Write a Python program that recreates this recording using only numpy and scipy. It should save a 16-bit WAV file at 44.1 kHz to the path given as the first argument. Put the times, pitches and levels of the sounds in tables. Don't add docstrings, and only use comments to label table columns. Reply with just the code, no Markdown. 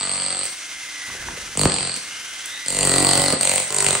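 import sys
import numpy as np
from scipy import signal
from scipy.fft import rfft, irfft
from scipy.io import wavfile
from scipy.ndimage import uniform_filter1d

SR = 44100
rng = np.random.default_rng(int(sys.argv[2]) if len(sys.argv) > 2 else 0)


def transcribe(signal):
    frames = np.atleast_2d(signal).T
    limited = np.clip(frames, -1, 1)
    pcm = np.round(limited * 32767).astype(np.int16)
    wavfile.write(sys.argv[1], SR, pcm)


def attenuation_scalar(level_db):
    decades = np.asarray(level_db, float) / 20
    return 10 ** decades


N = 176400
T = np.arange(N) / SR
PERIOD = 1 / 47


def evened(x):
    return x / np.sqrt(np.mean(x ** 2) + 1e-20)


def read(points, hz):
    f, value = np.transpose(points)
    return np.interp(np.log(hz + 1), np.log(f + 1), value)


def colour(x, points):
    gain = attenuation_scalar(read(points, np.fft.rfftfreq(x.shape[-1], 1 / SR)))
    return evened(irfft(rfft(x) * gain, x.shape[-1]))


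def modes(x, table):
    out = 0
    for hz, width, db in table:
        r = np.exp(-np.pi * width / SR)
        poles = [1, -2 * r * np.cos(2 * np.pi * hz / SR), r * r]
        out = out + attenuation_scalar(db) * (1 - r) * signal.lfilter([1, 0, -1], poles, x)
    return out


def puff(age, length):
    u = np.maximum(age, 0) / length
    return (u * np.exp(1 - u)) ** 2


def bell(age, length):
    return np.exp(-(age / length - 1.6) ** 2) * (age >= 0)


def spread(x, cycles):
    hz = np.clip(np.fft.rfftfreq(N, 1 / SR), 70, 3000)
    return irfft(rfft(x) * np.exp(-2j * np.pi * cycles * np.log(hz / 3000)), N)


def room(x):
    # Hz, decay time to -60 dB in seconds
    decay = [(100, 0.56), (1000, 0.65), (4000, 0.52), (9000, 0.6)]
    # Hz, level in dB
    wall_tone = [(100, -12.5), (500, -4), (1400, -4.5), (4000, -3), (8400, -3.5)]
    taps = np.zeros((2, SR // 2))
    at = np.arange(200, SR // 2 - 20, 20)
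    at = at + rng.integers(0, 20, (2, len(at)))
    np.put_along_axis(taps, at, rng.choice([-1., 1.], at.shape), 1)
    hz, t, z = signal.stft(taps, SR, nperseg=256)
    z[1] = z[0] + (z[1] - z[0]) * np.clip(hz / 900, .1, 1)[:, None]
    z *= attenuation_scalar(read(wall_tone, hz))[:, None]
    tail = signal.istft(z * attenuation_scalar(-60 * t / read(decay, hz)[:, None]), SR, nperseg=256)[1]
    return signal.fftconvolve(x[None], tail / np.linalg.norm(tail[0]), axes=1)[:, :N]


def crank():
    # time in seconds, turns
    counted = [(.0091, 0), (.2408, 11), (.3042, 14), (.3687, 17), (.4535, 21), (1.5521, 75), (1.5727, 76),
               (1.6543, 80), (1.6752, 81), (1.7846, 86), (1.8722, 90), (1.917, 92), (1.963, 94),
               (2.6608, 128), (2.7034, 130), (2.747, 132), (2.8083, 135), (2.8724, 138), (2.9387, 141),
               (3.1329, 150), (3.3246, 159), (3.4098, 163), (3.5155, 168), (3.601, 172), (3.7045, 177),
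               (3.8646, 185), (3.9071, 187), (3.9516, 189)]
    s, turns = np.transpose(counted)
    before = turns[0] - (1 + s[0]) * 47.5
    after = turns[-1] + (5 - s[-1]) * 46
    return np.interp(T, np.r_[-1, s, 5], np.r_[before, turns, after])


def fan():
    # Hz, density in dB per Hz
    air = [(60, -29), (300, -23), (1000, -17), (1500, -9), (5000, -11), (10300, -11), (11400, -22),
           (16000, -26.5)]
    # Hz, width in Hz, level in dB
    casing = [(1620, 420, -1.5), (2780, 1430, 2.5), (5965, 420, 10)]
    # Hz, share in common from 0 to 1
    likeness = [(60, 0.85), (950, 1), (15000, 0.39)]
    a, b, gusts = rng.standard_normal((3, N))
    same = np.clip(read(likeness, np.fft.rfftfreq(N, 1 / SR)), 0, 1)
    other = same * rfft(a) + np.sqrt(1 - same ** 2) * rfft(b)
    wind = irfft(np.array([rfft(a), other]), N)
    hiss = attenuation_scalar(-35.5) * colour(wind, air) + attenuation_scalar(-41) * evened(modes(wind, casing))
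    throb = 1 + 0.011 * np.cos(4 * np.pi * crank())
    return hiss * throb * attenuation_scalar(1.1 * evened(uniform_filter1d(gusts, 900)))


def gears():
    # time in seconds, pitch in Hz, level in dB
    mesh = [(0, 2060, -46), (0.44, 2084, -49.5), (.47, 2112, -40), (0.559, 2131, -46), (.75, 2094, -41),
            (1.0, 2058, -39), (1.25, 2040, -45), (1.55, 2050, -45.5), (1.851, 1997, -69),
            (2.079, 2124, -42), (2.252, 2101, -45.5), (2.651, 2055, -41), (2.75, 2047, -38),
            (2.899, 1955, -35.5), (3.28, 2042, -33.5), (3.36, 2022, -44.5), (4, 2056, -39.5)]
    # ratio to the mesh pitch, level in dB
    orders = [(0.1439, -21), (1.047, -10.5), (2.43, -7.5)]
    # time in seconds, level in dB
    sideband = [(0, 0.5), (.85, -10.5), (1.08, 2.5), (1.25, -10), (2.35, -12), (2.56, 1), (2.7, -3),
                (4, -2.5)]
    s, hz, db = np.transpose(mesh)
    hz, db = np.interp(T, s, hz), np.interp(T, s, db)
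    wobble, fuzz = rng.standard_normal((2, N))
    turns = np.cumsum(hz * (1 + 0.00257 * evened(uniform_filter1d(wobble, 500)))) / SR
    partials = [(1, 0), (.952, np.interp(T, *np.transpose(sideband)))] + orders
    lines = sum(attenuation_scalar(d) * np.sin(2 * np.pi * k * turns) for k, d in partials)
    fuzz = evened(uniform_filter1d(uniform_filter1d(fuzz, size=150), size=150))
    return np.sqrt(2) * attenuation_scalar(db) * lines * (1 + .3 * fuzz)


def scrape():
    # time in seconds, band centre in Hz, level in dB
    slide = [(1.08, 1885, -59), (1.15, 1766, -40), (1.25, 1550, -37.5), (1.399, 1410, -52),
             (1.5, 1425, -52), (2.0, 1400, -58), (2.12, 1428, -41.5), (2.35, 1566, -46), (2.569, 1870, -36),
             (2.68, 2020, -54)]
    s, hz, db = np.transpose(slide)
    rasp = uniform_filter1d(rng.standard_normal((4, N)), size=120)
    turn = 2 * np.pi * np.cumsum(np.interp(T, s, hz)) / SR
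    band = rasp[0] * np.cos(turn) + rasp[1] * np.sin(turn)
    octave = rasp[2] * np.cos(2 * turn) + rasp[3] * np.sin(2 * turn)
    level = attenuation_scalar(np.interp(T, s, db, -99, -99))
    return level * evened(band + attenuation_scalar(2.5) * (T > 1.8) * octave)


def pry():
    # time in seconds, level in dB
    effort = [
        (1.08, -44),
        (1.18, -44.5),
        (1.3, -38.5),
        (1.45, -44.5),
        (1.56, -50),
        (1.6, -80),
    ]
    # Hz, level in dB
    grind_tone = [(25, 1), (47, -7), (90, -13), (300, -16), (1000, -23), (3000, -114.5)]
    s, db = np.transpose(effort)
    lumps = attenuation_scalar(2.3 * evened(uniform_filter1d(rng.standard_normal(N), 1500)))
    level = attenuation_scalar(np.interp(T, s, db, -99, -99)) + attenuation_scalar(-61)
    return level * lumps * colour(rng.standard_normal(N), grind_tone)


def shards():
    # start in seconds, peak in dB, pitch in Hz
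    drops = [(1.099, -24, 930), (1.149, -32.5, 300), (1.284, -17.5, 950), (1.373, -27, 520),
             (1.412, -28, 1500), (2.457, -13, 7620), (1.664, -18.5, 147), (1.967, -31, 120),
             (3.185, -16.5, 110), (3.331, -10, 233), (.455, -31, 297)]
    out = np.zeros(N)
    for s, db, hz in drops:
        knock = puff(T - s, .5 / hz + 0.0014) * rng.standard_normal(N)
        hit = modes(knock, [(hz, 120, 0), (hz * 1.64, 200, -3), (hz * 1.205, 100, -5)])
        out += attenuation_scalar(db) * hit / abs(hit).max()
    return out


def tile_snap():
    # start in seconds, peak in dB, spreading in cycles
    break_free = (1.6553, -3.5, 1.19)
    s, db, cycles = break_free
    click = 1. * (np.arange(N) == int(s * SR))
    tone = [(60, 7), (300, 9.5), (2000, -5), (6500, -16), (16000, -42)]  # (Hz, dB)
    snap = spread(colour(click, tone), cycles)
    return attenuation_scalar(db) * snap / abs(snap).max()


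def chisel_ring(force, first, on, contact, touch, noise, shank_db, bend_db):
    # Hz, width in Hz, level in dB
    steel_modes = [(3780, 120, -41), (4188, 104, -5), (4507, 310, 1), (7260, 270, -1.5), (7943, 320, 5),
                   (8326, 165, 6), (8626, 51, 4.5), (9650, 200, -43), (10200, 140, -24), (15860, 1500, -9)]
    steel = []
    for hz, width, db in steel_modes:
        grip_db = bend_db * (6500 < hz < 7500) + shank_db * (hz < 5200)
        steel.append((hz, width, db + grip_db))
    t = T[:400]
    chatter = bell(t, .00085) * (np.sin(2 * np.pi * 8400 * t) + 0.68 * noise[:400])
    clean = signal.oaconvolve(first * on, chatter)[:N]
    bright = evened(np.gradient(np.gradient(noise)))
    rough = on * (contact * noise + touch * bright)
    drive = 0.35 * evened(clean) + 0.65 * evened(rough)
    return attenuation_scalar(1.5) * modes(force * drive, steel) / np.std(modes(drive, steel))


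def tip_crack(force, on, age, back, noise):
    # Hz, level in dB
    crack_tone = [(200, -8), (700, -5), (1800, -1.5), (4000, -1), (9500, -8), (11500, -31), (16000, -20)]
    return force * evened(on * (bell(age, .0006) + 0.31 * back) * colour(noise, crack_tone))


def floor_thud(force, first, on, blow, shake, noise, drives, cycles, loose_db):
    # Hz, width in Hz
    slab = [(47, 30), (141, 28), (205, 60), (275, 45), (420, 100), (565, 140), (740, 200), (970, 160),
            (1180, 160), (2050, 400)]
    floor = [(hz, width, db) for (hz, width), db in zip(slab, drives)]
    blows = first * on
    second = np.roll(blows, int(.4 * PERIOD * SR))
    thud = evened(blows - attenuation_scalar(-12 + loose_db) * second)
    wander = uniform_filter1d(rng.standard_normal((2, 900)), size=24)
    judder = puff(T[:900], 0.0051) * np.gradient(wander, axis=1)
    rock = 0
    for lean, way in zip((np.cos, np.sin), judder):
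        rock = rock + signal.oaconvolve(blows * lean(.22 * blow), way)[:N]
    grit = evened(on * (shake + 0.72) * np.gradient(uniform_filter1d(noise, size=16)))
    drive = thud + attenuation_scalar(-5.5 + loose_db) * evened(rock) + attenuation_scalar(-16) * grit
    boom = modes(force * np.roll(drive, 30), floor)
    return spread(boom, cycles) / np.std(modes(drive, floor))


def hammer():
    # time in seconds, blow force in dB, share into the floor in dB
    bursts = [
        [(0, -25, -9.5), (.24, -25.5, -11.5), (.38, -27, -10), (.47, -27, -14)],
        [(1.55, -44, 5.5), (1.575, -20.5, -5.5), (1.635, -20, -2), (1.66, -26, -3.5)],
        [(1.67, -30, -8), (1.7, -24, -9.5), (1.8, -25.5, -7.5), (1.88, -28.5, -4), (1.97, -31.5, -24)],
        [(2.66, -32.5, -10.5), (2.684, -21, -16), (2.72, -26.5, -6.5), (2.79, -21.5, -5.5), (2.84, -17, -8.5)],
        [(2.852, -19.5, -4), (2.95, -18.5, -3.5), (3.03, -20, -0.5)],
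        [(3.046, -17.5, -4), (3.2, -18, -5.5), (3.32, -21.5, -5), (3.37, -56.5, 18)],
        [(3.41, -19, -11), (3.44, -18.5, -9), (3.52, -20, -6.5), (3.59, -21, -7.5), (3.645, -42, 2.5)],
        [(3.7, -29.5, -4), (3.76, -20, -11), (3.85, -20.5, -7)],
        [(3.864, -19.5, -6), (3.92, -22, -5), (3.96, -23.5, -4)],
    ]
    slab_drives = [(-19, 5, 2, 4.5, -0.5, 1, 1.5, -8, 4, -3.5),
                   (-11, 18, 12, 4, 7.5, -2, -19, -29, -24, -7),
                   (-19, 10.3, -3, 3.5, -0.5, -4.5, -3, -17, -13, -1),
                   (2, 12.6, 8.5, 5.5, 9, 1.5, -20, -28, -30, 0),
                   (-4, 16.2, 4, 16.5, 10, -3, -5, -3, -12, -18),
                   (-9, 16.6, 4.5, 14.5, 3.5, 9.5, -9, -14, -18, -21),
                   (-26, 5, 0.5, -11, -13, 7.5, -0.5, -12.5, -17, 5),
                   (-28, 7.1, 2, -12, 8, 0, -6, -3, -8, -20),
                   (-36, 9.5, -0.5, -12.5, 6, 1, -6.5, -8, -16, -12)]
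    # shank modes near 4.5 kHz in dB, bending mode near 7 kHz in dB
    grips = [(7.5, -5), (8, 10.5), (12.5, 6.5), (8, 13.5), (4.5, 3.5), (8, 3.5), (0, 7.5), (-0.5, 11.5),
             (-5, 4.5)]
    # crack in dB, rebound in dB, rebound place in turns,
    # slab spreading in cycles, tile looseness in dB
    bites = [(-15, -0.5, 0.43, 0.95, -5), (-9.5, -23.5, 0.65, 1.47, -16), (-9, -8, 0.46, 1.095, -8),
             (-16, -18, .55, 0.954, 0), (-12, -9.5, 0.69, 0.662, -2), (-10.5, -29, 0.47, 0.61, -1.5),
             (-9, -14, 0.71, .8, -6), (-10, -22, 0.93, 0.826, 0.5), (-4, -24, 0.96, .8, -6.5)]
    turns = crank()
    blow = np.floor(turns).astype(int) + 1
    first = np.r_[False, np.diff(blow) > 0]
    start = np.maximum.accumulate(np.where(first, T, -.011))
    age = T - start
    luck = rng.standard_normal((200, 4))[blow].T
    noise = rng.standard_normal((3, N))
    contact = bell(age, .00085)
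    closing = attenuation_scalar(-5) * np.exp(-(1 - turns % 1) * PERIOD / 0.0022)
    out = np.zeros(N)
    for rows, drives, grip, bite in zip(bursts, slab_drives, grips, bites):
        crack_db, rebound_db, rebound_at, cycles, loose_db = bite
        s, force_db, down_db = np.transpose(rows)
        on = (start > s[0] - .012) & (start < s[-1])
        force = on * attenuation_scalar(np.interp(start, s, force_db) + 0.3 * luck[0])
        down = attenuation_scalar(np.interp(start, s, down_db))
        rebound_age = age - PERIOD * (rebound_at + 0.035 * luck[2])
        back = attenuation_scalar(rebound_db + luck[1]) * puff(rebound_age, .0016) + closing
        touch = back + attenuation_scalar(-37.5)
        ring = chisel_ring(force, first, on, contact, touch, noise[0], *grip)
        crack = attenuation_scalar(crack_db) * tip_crack(force, on, age, back, noise[1])
        thud = floor_thud(force * down, first, on, blow, contact + touch, noise[2], drives, cycles, loose_db)
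        out += np.sqrt(np.mean(on) + 1e-9) * (ring + crack + thud)
    return out


def scene():
    # Hz, phase in radians
    port_lead = [(0, 0.68), (8010, -0.72), (9040, -1.02), (11700, -1.86), (16100, -0.62)]
    # Hz, difference in dB
    port_tilt = [(60, -0.3), (200, -.5), (600, -2.6), (2380, -0.5), (15000, 0.26)]
    lines = gears()
    near = hammer() + shards() + tile_snap() + scrape() + pry()
    mix = near + lines + attenuation_scalar(-2.5) * room(near + 0.075 * lines) + fan()
    hz = np.fft.rfftfreq(N, 1 / SR)
    half = attenuation_scalar(read(port_tilt, hz) / 2) * np.exp(.5j * read(port_lead, hz))
    return irfft(rfft(mix) * np.array([half, 1 / half]), N)


def roll_off(x):
    return signal.sosfilt(signal.butter(12, 16500, fs=SR, output="sos"), x)


def record(dry):
    # Hz, level in dB
    mic = [(25, -19), (45, 2.5), (15700, -2), (16100, -49)]
    # start in seconds, end in seconds
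    narrow_spells = [
        (-1, .437),
        (1.668, 1.955),
        (3.345, 3.40),
    ]
    hz = np.fft.rfftfreq(N, 1 / SR)
    f, t, z = signal.stft(np.tanh(dry), SR, nperseg=1024)
    f = f[:, None]
    patches = uniform_filter1d(rng.standard_normal(z.shape[1:]), size=20, axis=0)
    patches = evened(uniform_filter1d(patches, size=4, axis=1))
    patches = patches - np.exp(-((f - 12300) / 900) ** 2)
    z *= (patches > np.quantile(patches, .38)) | (f < 10900)
    z = rfft(signal.istft(z, SR, nperseg=1024)[1][:, :N]) * attenuation_scalar(read(mic, hz))
    dip = attenuation_scalar(-4.5 * ((hz > 5100) & (hz < 7000)))
    narrow = irfft(z * (hz < 8830) * dip, N)
    share = sum(1. * ((T > a) & (T < b)) for a, b in narrow_spells)
    share = uniform_filter1d(share, size=200)
    return roll_off(share * narrow + (1 - share) * irfft(z, N))


dry = scene()
out = record(dry)
transcribe(out)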